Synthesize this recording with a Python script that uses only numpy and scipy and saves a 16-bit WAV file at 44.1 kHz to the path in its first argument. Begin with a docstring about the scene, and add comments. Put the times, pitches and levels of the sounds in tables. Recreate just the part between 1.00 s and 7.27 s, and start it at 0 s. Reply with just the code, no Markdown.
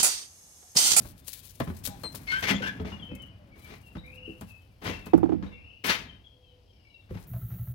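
"""The car on a backyard railway rumbles and knocks while leaves and cloth rustle near the left microphone.
From 0.9 s the iron switch squeals, clanks at 1.5 s and scrapes; from 1.9 s songbirds and a dove call.
Something hollow is bumped on the right at 4.1 s; scrapes, knocks and a thin far trill come near the end.
Blows are sums of fading tones, squeals and birds are gliding tones, and scrapes, rumble and rustle
are shaped noise; echoes and left-right balance place them in the yard."""
import sys
import numpy as np
from scipy import signal
from scipy.fft import rfft, irfft, next_fast_len
from scipy.io import wavfile
from scipy.ndimage import map_coordinates

SR = 44100
rng = np.random.default_rng(int(sys.argv[2]) if len(sys.argv) > 2 else 0)


def unload_audio(sound):
    """Save the sound as a 16-bit wav file, at the path given as the first command line argument."""
    columns = np.transpose(np.atleast_2d(sound))
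    # keep every value between -1 and 1, then stretch to whole-number steps
    steps = np.round(np.clip(columns, -1, 1) * 32767)
    wavfile.write(sys.argv[1], SR, steps.astype(np.int16))


N = 276507  # length in samples

# All levels are relative: the functions below still trim and mix them.
# "Fall time" is always the time in seconds to fade by 60 dB.

# Iron switch squeals. Each row: start in seconds, length in seconds, start pitch in Hz, end pitch in Hz,
# level in dB, chatter depth as a share of the pitch.
SQUEALS = [(.89, 0.077, 825, 784, -50, 0.12), (1.034, 0.056, 4220, 4086, -38, .002),
           (1.272, 0.085, 2140, 2201, -33.5, 0.0055), (1.315, 0.0906, 1485, 1589, -29.5, 0.017),
           (1.43, 0.051, 2230, 2127, -38.5, 0.02), (1.53, 0.044, 3100, 3490, -38, 0.032),
           (1.615, .1, 1480, 1723, -33, 0.047), (1.625, 0.07, 2820, 2720, -42.5, 0.034)]
# Lever and rod, struck as the switch closes. 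Each row: pitch in Hz, strength in dB, fall time in seconds.
LEVER_TONES = [(200, 0, 0.38), (267.3, -4.5, 0.32), (834, -14.5, 0.21), (1270, -24, 0.19),
               (2050, -29, 0.13), (3270, -13, 0.155), (3330, -26, 0.12)]

# Scraping strokes of iron and shoes. Each row: start in seconds, peak level in dB, first bite level in dB,
# time to the peak in seconds, fall time in seconds, low body in dB relative to the grains.
SCRAPES = [(1.268, -37, -44.5, 0.057, 0.38, -17), (1.422, -25, -31.5, 0.088, 0.069, -7.5),
           (1.617, -40.5, -41, 0.062, 0.1, -3.5), (1.85, -51, -52.5, 0.017, 0.52, 3.5),
           (2.552, -52, -64, 0.18, 0.22, 3.5), (3.815, -35.5, -49.5, 0.053, 0.34, 2),
           (4.425, -66, -60, 0.0067, 0.7, 8.5), (4.838, -24, -31.5, 0.062, .25, -8),
           (6.088, -56.5, -69, 0.082, 0.2, 6.5)]
# Tone of the scraped grains, then of the duller body. Each row: frequency in Hz, level in dB.
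GRAIN_TONE = [(200, -36), (700, -10), (1100, -3), (1400, -2), (1800, 2.5), (2300, 3.5), (3300, -1.5),
              (4500, -7.5), (6200, -12), (7500, -21), (16000, -24.5)]
SCUFF_TONE = [(35, -20), (80, -1.5), (300, 1.5), (600, -3.5), (900, -6), (2000, -13.5), (6000, -66.5)]
DRAG_SHARE = 0.57  # part of the time to the peak in which the weight comes on
BITE_RISE_S, BITE_T60_S = 0.007, 0.39  # first contact of a stroke
BITE_BODY_DB = 5  # the first contact is heavier in the lows than the drag
GRAZE_DB = -28.5  # hiss of a bump's contact, relative to its rattle

# Knocks on the car and footfalls. Each row: start in seconds, plank level in dB, thud level in dB,
# clack level in dB, delay of the rebound in seconds (0 for none).
KNOCKS = [(.048, -43, -46, -45, 0.0031), (.601, -23.5, -44, -26, 0.0016), (.673, -27.5, -40.5, -38, 0.025),
          (.873, -34.5, -44.5, -42.5, 0.0013), (1.035, -37, -68, -34, 0.011),
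          (1.144, -45.5, -59, -42, 0.0053), (1.502, -25, -37.5, -29.5, .033), (1.604, -30, -59, -42, 0),
          (1.797, -27.5, -37, -36, 0.05), (1.918, -36.5, -47, -40, 0.0015),
          (2.114, -35, -48, -50.5, 0.00059), (2.952, -33, -40, -39, .015), (3.277, -33.5, -63, -70, 0.0026),
          (3.411, -36, -50.5, -40.5, 0.0067), (3.856, -29.5, -36.5, -43, 0.034),
          (4.065, -35, -55, -40, 0.00075), (4.425, -27, -41, -38.5, 0), (6.106, -30.5, -37.5, -52, .045)]
# The car's plank body. Each row: pitch in Hz, strength in dB, fall time in seconds.
PLANK_TONES = [(120.3, -5.5, 0.14), (158.7, 0.5, 0.12), (201.6, -5.5, 0.24), (242.8, -0.5, 0.083),
               (292, -7.5, .14), (365.6, -6, 0.079), (449.7, -8.5, 0.1), (564, -13, 0.058)]
# Tone of the clack at the contact. Each row: frequency in Hz, level in dB.
CLACK_TONE = [(150, -35), (450, 10), (1050, 7.5), (1500, 3.5), (2800, -3.5), (6000, -18.5), (16000, -68.5)]
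REBOUND_DB, REBOUND_CLACK_DB = -2.5, -2.5  # the second, duller contact as the load settles

# Bumps on a hollow panel. Each row: start in seconds, boom level in dB, rattle level in dB.
BUMPS = [(4.133, -6, -18), (4.177, -26, -33), (4.229, -13, -26), (4.256, -25, -35), (4.291, -21, -31),
         (4.319, -18, -28.5), (4.339, -22, -40)]
# The panel, then the frame that holds it. Each row: pitch in Hz, strength in dB, fall time in seconds.
PANEL_TONES = [(174.2, -19, 0.32), (211, -29, 0.67), (266, -1, 0.07), (326.3, 11, 0.046),
               (366.5, -4, 0.044), (428, -16.5, .05)]
FRAME_TONES = [(66.2, -1, .9), (86, -1, 0.86), (110.8, 3.5, 0.51)]
FRAME_DB = -20  # relative to the boom
# Tone of the rattle. Each row: frequency in Hz, level in dB.
RATTLE_TONE = [(200, -18), (430, 2), (600, -6), (740, -1), (850, -3), (1000, -15), (1250, -15), (1800, -29),
               (3000, -40), (5000, -54), (12000, -80)]

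# How strongly the moving car rumbles. Each row: time in seconds, level in dB.
CAR_MOTION = [(0.0, -48), (0.31, -69), (0.63, -62), (0.73, -54.5), (1.68, -48), (1.97, -48.5), (2.46, -62),
              (3.32, -56.5), (3.65, -68.5), (3.87, -64), (4.0, -53), (4.3, -51), (4.63, -66), (4.87, -75.5),
              (5.01, -52), (5.34, -72.5), (6.01, -74.5), (6.27, -58)]
# Tone of the rumble, then of the grit under the wheels. Each row: frequency in Hz, level in dB.
RUMBLE_TONE = [(60, -28), (120, 4.5), (190, 1), (280, -1.5), (400, -13.5), (700, -19), (1500, -38.5),
               (4000, -93)]
GRIT_TONE = [(200, -42), (600, 15), (1200, 11.5), (2500, 8.5), (4500, -19.5), (7000, -35), (16000, -30.5)]
ROLL_REF_DB, ROLL_DB = -60, 1.5  # motion counted as zero; rumble trim
GRIT_DB, GRIT_GROWS = -9, 0.77  # grit at zero motion; dB of grit per dB of motion
# Tone of the deep outdoor rumble. Each row: frequency in Hz, level in dB.
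GROUND_TONE = [(20, -21), (45, -1.5), (70, -0.5), (105, -0.5), (160, -22.5), (400, -30.5), (1000, -88)]
GROUND_DB, GROUND_GROWS = -54, 0.36  # level at zero motion; dB of ground per dB of motion

# Continuous rustle close by, rising and falling. Each row: time in seconds, level in dB.
NEAR_RUSTLE = [(0, -54.5), (.16, -66.5), (.4, -58), (.65, -60.5), (1.13, -61.5), (1.45, -66.5),
               (1.7, -72.5), (2.1, -76.5), (2.45, -86.5), (2.72, -65.5), (2.9, -73), (3.34, -77),
               (3.5, -69.5), (3.7, -83), (4.2, -75), (4.65, -108), (5.95, -93), (6.18, -67)]
# Brushes of leaves and cloth, and at 4.84 s the close part of a shoe scuff. Each row: start in seconds, # level
# in dB, rise in seconds, fall time in seconds.
BRUSHES = [(.018, -54, 0.0037, 0.14), (.266, -39, 0.019, 0.085), (.328, -41, 0.0041, 0.12),
           (.835, -32.5, 0.03, 0.041), (1.148, -40, 0.0024, .11), (2.55, -65.5, 0.09, 0.41),
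           (3.83, -54.5, 0.016, 0.16), (4.055, -50.5, 0.0097, 0.078), (4.84, -35, 0.028, 0.11)]
# The sharpest ticks. Each row: start in seconds, level in dB.
TICKS = [(.2816, -23), (.601, -24), (.769, -31), (.854, -16.5), (.874, -14.5), (1.035, -27), (1.409, -27.5),
         (2.152, -33), (2.222, -38), (3.411, -30), (4.178, -37)]
# Tone of leaves and cloth. Each row: frequency in Hz, level in dB.
RUSTLE_TONE = [(300, -34), (1500, -10.5), (4000, -0.5), (7500, -4.5), (11500, 0.5), (13500, -2.5),
               (16000, -1.5)]
SMALL_TICKS_PER_S, SMALL_TICK_DB = 4, 18  # stray ticks; their lowest level above the rustle

# A songbird's phrases, a high chip and then a run of chirps. Each row: start in seconds, level in dB.
PHRASES = [(2.977, -44.5), (4.459, -50.5)]
CHIP_S, CHIP_HZ, CHIP_DB = 0.028, 3800, -1.5
RUN_AFTER_S, RUN_STEP_S, RUN_LOW_HZ, RUN_TOP_HZ = 0.05, 0.039, 2240, 2800
RUN_ARCH = 0.66  # the run follows this share of a half sine: it climbs, tops out and droops
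RUN_ENDS_DB = -5  # the run is softer at its ends
CHIRP_S, CHIRP_RISE, CHIRP_TRILL = 0.0525, 0.044, 0.047  # rise each side of the middle; shares of pitch
# Falling whistles. Each row: start in seconds, length in seconds, start pitch in Hz, level in dB.
WHISTLES = [(1.92, 0.036, 2933, -42), (1.992, 0.022, 3430, -48.5), (2.014, 0.057, 3180, -41),
            (2.08, 0.064, 2666, -49), (2.128, 0.047, 2225, -49), (2.178, 0.082, 3130, -43.5),
            (2.51, .07, 2320, -54), (2.627, 0.056, 2385, -50), (2.82, .08, 2873, -55),
            (3.468, 0.091, 2736, -50.5), (3.92, 0.035, 2739, -41.5), (4.012, 0.066, 2710, -50.5),
            (4.508, 0.082, 2810, -54.5), (5.079, 0.032, 3210, -50.5), (5.236, 0.05, 3393, -48.5),
            (5.401, 0.16, 3390, -61.5), (5.668, 0.057, 3320, -61.5), (5.846, 0.047, 2342, -56.5),
            (5.889, 0.09, 2926, -59.5)]
FALL_PER_S, WHISTLE_TRILL = 1.063, 0.011  # shares of the pitch
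CHORUS_PER_S, CHORUS_HZ, CHORUS_SPREAD, CHORUS_DB, CHORUS_NOTE_S = 14, 3050, 0.15, -67, 0.06
# One far, thin trill. Each row: start in seconds, length in seconds, start pitch in Hz, end pitch in Hz,
# level in dB, trill depth as a share of the pitch.
FAR_TRILL = [(5.56, .45, 5260, 5000, -75, 0.064)]
# The dove's upward and downward opening slurs. Each row: start in seconds, length in seconds,
# start pitch in Hz, end pitch in Hz, level in dB.
DOVE_OPENING = [(2.08, 0.124, 476, 574, -54), (2.25, .33, 694, 492, -65.5)]
# The dove's sagging coos. Each row: start in seconds, length in seconds, start pitch in Hz, level in dB.
COOS = [(2.96, 0.44, 513.3, -55), (4.35, 0.24, 497.3, -55.5), (5.3, .44, 501.4, -64.5)]
COO_SAG_HZ_PER_S = 17.7

# Tone of the faint steady hiss. Each row: frequency in Hz, level in dB.
AIR_TONE = [(120, -39.5), (200, -3), (387, -2.5), (491, 0), (1040, -12), (1120, -38), (1870, -22),
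            (3020, -7.5), (3690, -15), (4950, -14), (7270, -28.5), (11900, -27.5), (16000, -31.5)]
# Balance of the yard, the close rustle and the panel. Each row: frequency in Hz, left minus right in dB.
BALANCE_YARD = [(100, 0), (300, 0), (650, 7), (2500, 7.5), (4500, 13.5), (7000, 21), (16000, 21)]
BALANCE_NEAR = [(1000, 12), (4000, 13), (8000, 31), (16000, 23)]
BALANCE_PANEL = [(100, -13.5), (200, -10), (350, -15), (600, -11.5), (900, -6.5), (1500, -8), (5000, 7)]
# How alike noise is at left and right. Each row: frequency in Hz, likeness (1 is identical).
ALIKE = [(40, 0.97), (200, 0.94), (800, 0.25), (2500, 0.53), (10000, 0.42)]
# How long the yard rings. Each row: frequency in Hz, fall time in seconds.
YARD_FALL = [(100, .5), (500, .42), (3000, .46), (6000, .34), (10000, .2), (14000, .15)]
TOP_HZ = 16000  # nothing is kept from here up


def switch():
    """The iron points squeal as they slide and close with a clank of lever and rod."""
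    iron = glides(SQUEALS, waver=0.004, trill_hz=130, flutter_db=1.8, overtone_db=-15, edge=0.29)
    add(iron, 1.502, amp(-19) * ring(LEVER_TONES, attack=0.0052, scatter_db=-0.5))
    return iron


def scrapes():
    """Grit crushed under iron or a sole: each stroke bites, then drags; dense grains over a duller body."""
    rows = []
    for s, peak_db, bite_db, peak_s, t60, body_db in SCRAPES:
        rows.append((s, bite_db, BITE_RISE_S, BITE_T60_S, body_db + BITE_BODY_DB))
        rows.append((s + peak_s * (1 - DRAG_SHARE), peak_db, peak_s * DRAG_SHARE, t60, body_db))
    # the panel bumps graze a little too
    rows += [(s, rattle_db + GRAZE_DB, 0.0025, 0.08, -5.5) for s, _, rattle_db in BUMPS]
    grains = strokes([row[:4] for row in rows]) * noise(GRAIN_TONE, grain_db=1)
    body_rows = [(s, db + body_db - 2, rise, t60) for s, db, rise, t60, body_db in rows]
    body = strokes(body_rows) * noise(SCUFF_TONE)
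    return (grains + body) * amp(1.55 * wobble(120))


def knocks():
    """Each blow rings the planks, thuds through the frame and clacks at the contact; some land twice."""
    blows = []
    for s, plank_db, thud_db, clack_db, after in KNOCKS:
        blows.append((s, plank_db, thud_db, clack_db))
        if after > 0:
            blows.append((s + after, plank_db + REBOUND_DB, thud_db, clack_db + REBOUND_CLACK_DB))
    thud_tones = [(56, 9.5, 0.034), (80.5, -2.0, 0.096), (99.6, -3.5, 0.093)]  # Hz, dB, fall time s
    body = np.zeros(N)
    for s, plank_db, thud_db, _ in blows:
        add(body, s, amp(plank_db + 0.5) * ring(PLANK_TONES, attack=0.0035, scatter_db=5.5))
        add(body, s, amp(thud_db + 6) * ring(thud_tones, attack=0.013, scatter_db=4.0))
    clack = strokes([(s, clack_db - 4.5, 0.002, 0.07) for s, _, _, clack_db in blows])
    return body + clack * noise(CLACK_TONE, grain_db=-2)


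def rolling_car(motion_db):
    """Wheels creep on gritty rail: rumble and grit both grow with the car's motion."""
    rumble = amp(ROLL_DB + motion_db + 1.96 * wobble(30)) * noise(RUMBLE_TONE)
    grit_level = amp(GRIT_DB + GRIT_GROWS * motion_db + 1.5 * wobble(14))
    grit = grit_level * noise(GRIT_TONE, grain_db=1.5)
    return amp(ROLL_REF_DB) * (rumble + grit)


def bumps():
    """A soft blow and its rebounds rattle the hollow panel, then swell to a boom; its frame rings on."""
    boom = np.zeros(N)
    for s, boom_db, _ in BUMPS:
        add(boom, s, amp(boom_db) * ring(PANEL_TONES, attack=0.011, scatter_db=0.5))
        add(boom, s, amp(boom_db + FRAME_DB) * ring(FRAME_TONES, attack=0.015, scatter_db=1.5))
    rattle = strokes([(s, rattle_db, 0.003, 0.06) for s, _, rattle_db in BUMPS])
    return boom + rattle * noise(RATTLE_TONE, grain_db=1.5)


def leaves_and_cloth():
    """Leaves and cloth brush and tick near the left microphone, and a shoe scuffs close by at 4.84 s; stray
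    ticks follow the rustle's level."""
    rustle = amp(curve(NEAR_RUSTLE) - 1.0 + 5.0 * wobble(45))
    brushes = (rustle + strokes(BRUSHES)) * noise(RUSTLE_TONE, grain_db=4)
    ticks = list(TICKS)
    for at, size in rng.random((int(SMALL_TICKS_PER_S * N / SR), 2)):
        rustle_db = 20 * np.log10(rustle[int(at * N)])
        ticks.append((at * N / SR, rustle_db + SMALL_TICK_DB + 9 * size))
    snaps, t = np.zeros(N), np.arange(SR // 200) / SR
    for s, db in ticks:  # a tick is over within a few cycles
        fade = amp(db + 0.5 - 60 * t / 0.00022)
        add(snaps, s, fade * np.cos(2 * np.pi * 10000 * amp(rng.normal()) * t))
    splinters = strokes([(s, db - 19, 0.001, 0.05) for s, db in ticks])
    splinter_tone = [(500, -4.5), (2500, -9.5), (6000, -6), (12000, -1.5), (16000, -5.5)]  # Hz, dB
    return brushes + snaps + splinters * noise(splinter_tone)


def birds():
    """Distant phrases, whistles and coos over a faint chorus, smeared by the yard."""
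    notes = [note for s, db in PHRASES for note in phrase(s, db)]
    notes += [whistle(*row) for row in WHISTLES] + list(FAR_TRILL)
    for at, length, pitch, size in rng.random((int(CHORUS_PER_S * N / SR), 4)):
        s = at * (N / SR - CHORUS_NOTE_S)
        hz = CHORUS_HZ * np.exp(CHORUS_SPREAD * (4 * pitch - 2))
        notes.append(whistle(s, CHORUS_NOTE_S * (0.5 + length), hz, CHORUS_DB - 6 * size))
    song = glides(notes, waver=0.007, trill_hz=48, flutter_db=4.5, overtone_db=-34, edge=0.6)
    coos = list(DOVE_OPENING)
    coos += [(s, length, hz, hz - COO_SAG_HZ_PER_S * length, db) for s, length, hz, db in COOS]
    dove_notes = [(*row, 0.003) for row in coos]  # a very shallow trill
    dove = glides(dove_notes, waver=0.01, trill_hz=11, flutter_db=3.0, overtone_db=-46, edge=0.34)
    calls = song + dove
    return amp(-6.5) * calls + amp(-10) * yard(calls)


def phrase(s, db, count=7):
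    """A chip, then chirps that climb, top out and droop, and are loudest past the middle."""
    low, high = 1 - CHIRP_RISE, 1 + CHIRP_RISE
    notes = [(s, CHIP_S, CHIP_HZ * low, CHIP_HZ * high, db + CHIP_DB, WHISTLE_TRILL)]
    for k, u in enumerate(np.linspace(0, 1, count)):
        hz = RUN_LOW_HZ + (RUN_TOP_HZ - RUN_LOW_HZ) * np.sin(np.pi * RUN_ARCH * u)
        chirp_db = db + RUN_ENDS_DB * (1 - np.sin(np.pi * u ** 1.9))
        start = s + RUN_AFTER_S + k * RUN_STEP_S
        notes.append((start, CHIRP_S, hz * low, hz * high, chirp_db, CHIRP_TRILL))
    return notes


def whistle(s, length, hz, db):
    """A note that slides down at a steady rate."""
    return s, length, hz, hz * np.exp(-FALL_PER_S * length), db, WHISTLE_TRILL


def ground(motion_db):
    """Deep outdoor rumble that swells a little with the car's motion."""
    return amp(GROUND_DB + GROUND_GROWS * motion_db) * noise(GROUND_TONE)


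def faint_hiss():
    """A faint, steady noise, stronger on the left."""
    return amp(-69.5) * noise(AIR_TONE) * amp([[2], [-4]])


def walls(x, db):
    """Ground, van and shed throw a few early copies, different at each microphone."""
    delays = rng.uniform(0.002, 0.02, (2, 6))
    echoes = np.zeros((2, SR // 8))
    for ear in (0, 1):
        echoes[ear, (delays[ear] * SR).astype(int)] = amp(db) * rng.choice([-1, 1], size=6)
    return x + signal.fftconvolve(x, echoes, axes=1)[:, :N]


def yard(x):
    """The diffuse answer of walls and trees: fading noise, different at each microphone."""
    hz, t, z = signal.stft(rng.standard_normal((2, SR)), SR, nperseg=256)
    fade = amp(-60 * t / along(YARD_FALL, hz)[:, None])
    tail = signal.istft(z * fade, SR, nperseg=256)[1]
    tail = np.pad(tail / np.linalg.norm(tail[0]), ((0, 0), (SR // 150, 0)))  # starts a moment late
    return signal.fftconvolve(np.atleast_2d(x), tail, axes=1)[:, :N]


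def placed(x, balance, lag_s):
    """Share each frequency between the two microphones; the left one hears it lag_s later."""
    ears = np.array([[-1], [1]])

    def response(hz):
        share = 2 / (1 + amp(ears * along(balance, hz)))
        return share * np.exp(1j * np.pi * ears * hz * lag_s)
    return filtered(x, response)


def noise(spectrum, grain_db=0):
    """Stereo noise with a mid of rms 1; grain_db scatters the sizes of its tiny impacts."""
    a, b = rng.standard_normal((2, N)) * amp(grain_db * wobble(1500))

    def turn(hz):  # the angle that gives the wanted left-right likeness
        return np.arccos(np.clip(along(ALIKE, hz), 0, 1)) / 2
    mid = filtered(a, lambda hz: amp(along(spectrum, hz)) * np.cos(turn(hz)))
    side = filtered(b, lambda hz: amp(along(spectrum, hz)) * np.sin(turn(hz)))
    return np.array([mid + side, mid - side]) / np.std(mid)


def strokes(rows):
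    """Loudness curve of strokes (start s, dB, rise s, fall time s) that swell and die away."""
    power, t = np.zeros(N), np.arange(SR) / SR
    for s, db, rise, t60 in rows:
        fall = amp(db - 60 * np.maximum(t - rise, 0) / t60)
        add(power, s, (fall * np.minimum(t / rise, 1)) ** 2)
    return np.sqrt(power)


def ring(modes, attack, scatter_db):
    """One blow makes a body ring at its own pitches; peak 1, strengths and pitches vary each time."""
    t = np.arange(SR) / SR
    x = np.zeros(SR)
    for hz, db, t60 in modes:
        fade = amp(db + scatter_db * rng.normal() - 60 * t / t60)
        x += fade * np.sin(2 * np.pi * hz * amp(0.12 * scatter_db * rng.normal()) * t)
    x = x * (1 - np.exp(-(t / attack) ** 2))
    return x / np.abs(x).max()


def glides(rows, waver, trill_hz, flutter_db, overtone_db, edge):
    """Gliding tones with a weak octave; the pitch wavers and trills unevenly."""
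    track, drift, flutter = np.zeros(N), wobble(3 * trill_hz), wobble(2 * trill_hz)
    trill = np.sin(2 * np.pi * np.cumsum(trill_hz * (1 + 0.3 * wobble(60))) / SR)
    for s, length, start_hz, end_hz, db, depth in rows:
        i = np.arange(int(s * SR), min(int((s + length) * SR), N))
        bend = 1 + waver * drift[i] + depth * trill[i]
        phase = 2 * np.pi * np.cumsum(np.linspace(start_hz, end_hz, len(i)) * bend) / SR
        swell = signal.windows.tukey(len(i), edge) * amp(db + flutter_db * flutter[i])
        tone = np.sin(phase) + amp(overtone_db) * np.sin(2 * phase)
        add(track, s, np.sqrt(2) * swell * tone)
    return track


def amp(db):
    """Turn decibels into a plain multiplier."""
    return 10 ** (np.asarray(db) / 20)


def along(points, hz):
    """Read a value off (Hz, value) points, on a log frequency axis."""
    f, v = np.transpose(points)
    return np.interp(np.log(hz + 1), np.log(f + 1), v)


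def curve(rows):
    """One value per sample from (s, value) points."""
    return np.interp(np.arange(N) / SR, *np.transpose(rows))


def wobble(rate):
    """A smooth random curve, rate knots a second."""
    knots = rng.standard_normal(int(N * rate / SR) + 4)
    return map_coordinates(knots, [np.arange(N) * rate / SR])


def filtered(x, response):
    """Scale each frequency of x by response(Hz)."""
    m = next_fast_len(N + SR // 4)
    return irfft(rfft(x, m) * response(np.fft.rfftfreq(m, 1 / SR)), m)[..., :N]


def add(track, s, sound):
    """Mix a sound into the track from time s."""
    part = track[max(round(s * SR), 0):][:len(sound)]
    part += sound[:len(part)]


def scene():
    """Place the sources, from the work at the switch to the faint hiss."""
    motion_db = curve(CAR_MOTION) - ROLL_REF_DB
    work = walls(switch() + scrapes() + knocks(), db=-16.0)
    work = work + amp(-14.5) * yard(work)
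    across_yard = work + rolling_car(motion_db) + birds() + ground(motion_db)
    out = placed(across_yard, BALANCE_YARD, lag_s=-0.00027)
    panel = bumps()
    panel = placed(panel + amp(-20.5) * yard(panel), BALANCE_PANEL, lag_s=-0.00013)
    out += panel * [[-1], [1]]  # the boom pushes one microphone as it pulls the other
    near = leaves_and_cloth()
    out += placed(near + amp(-13.0) * yard(near), BALANCE_NEAR, lag_s=-0.00026)
    return out + faint_hiss()


def record(dry):
    """Thin the deepest bass, below about 36 Hz, and keep nothing from TOP_HZ up."""
    return filtered(dry, lambda hz: (hz < TOP_HZ) * hz ** 2 / np.hypot(hz ** 2, 36 ** 2))


dry = scene()
out = record(dry)
unload_audio(out)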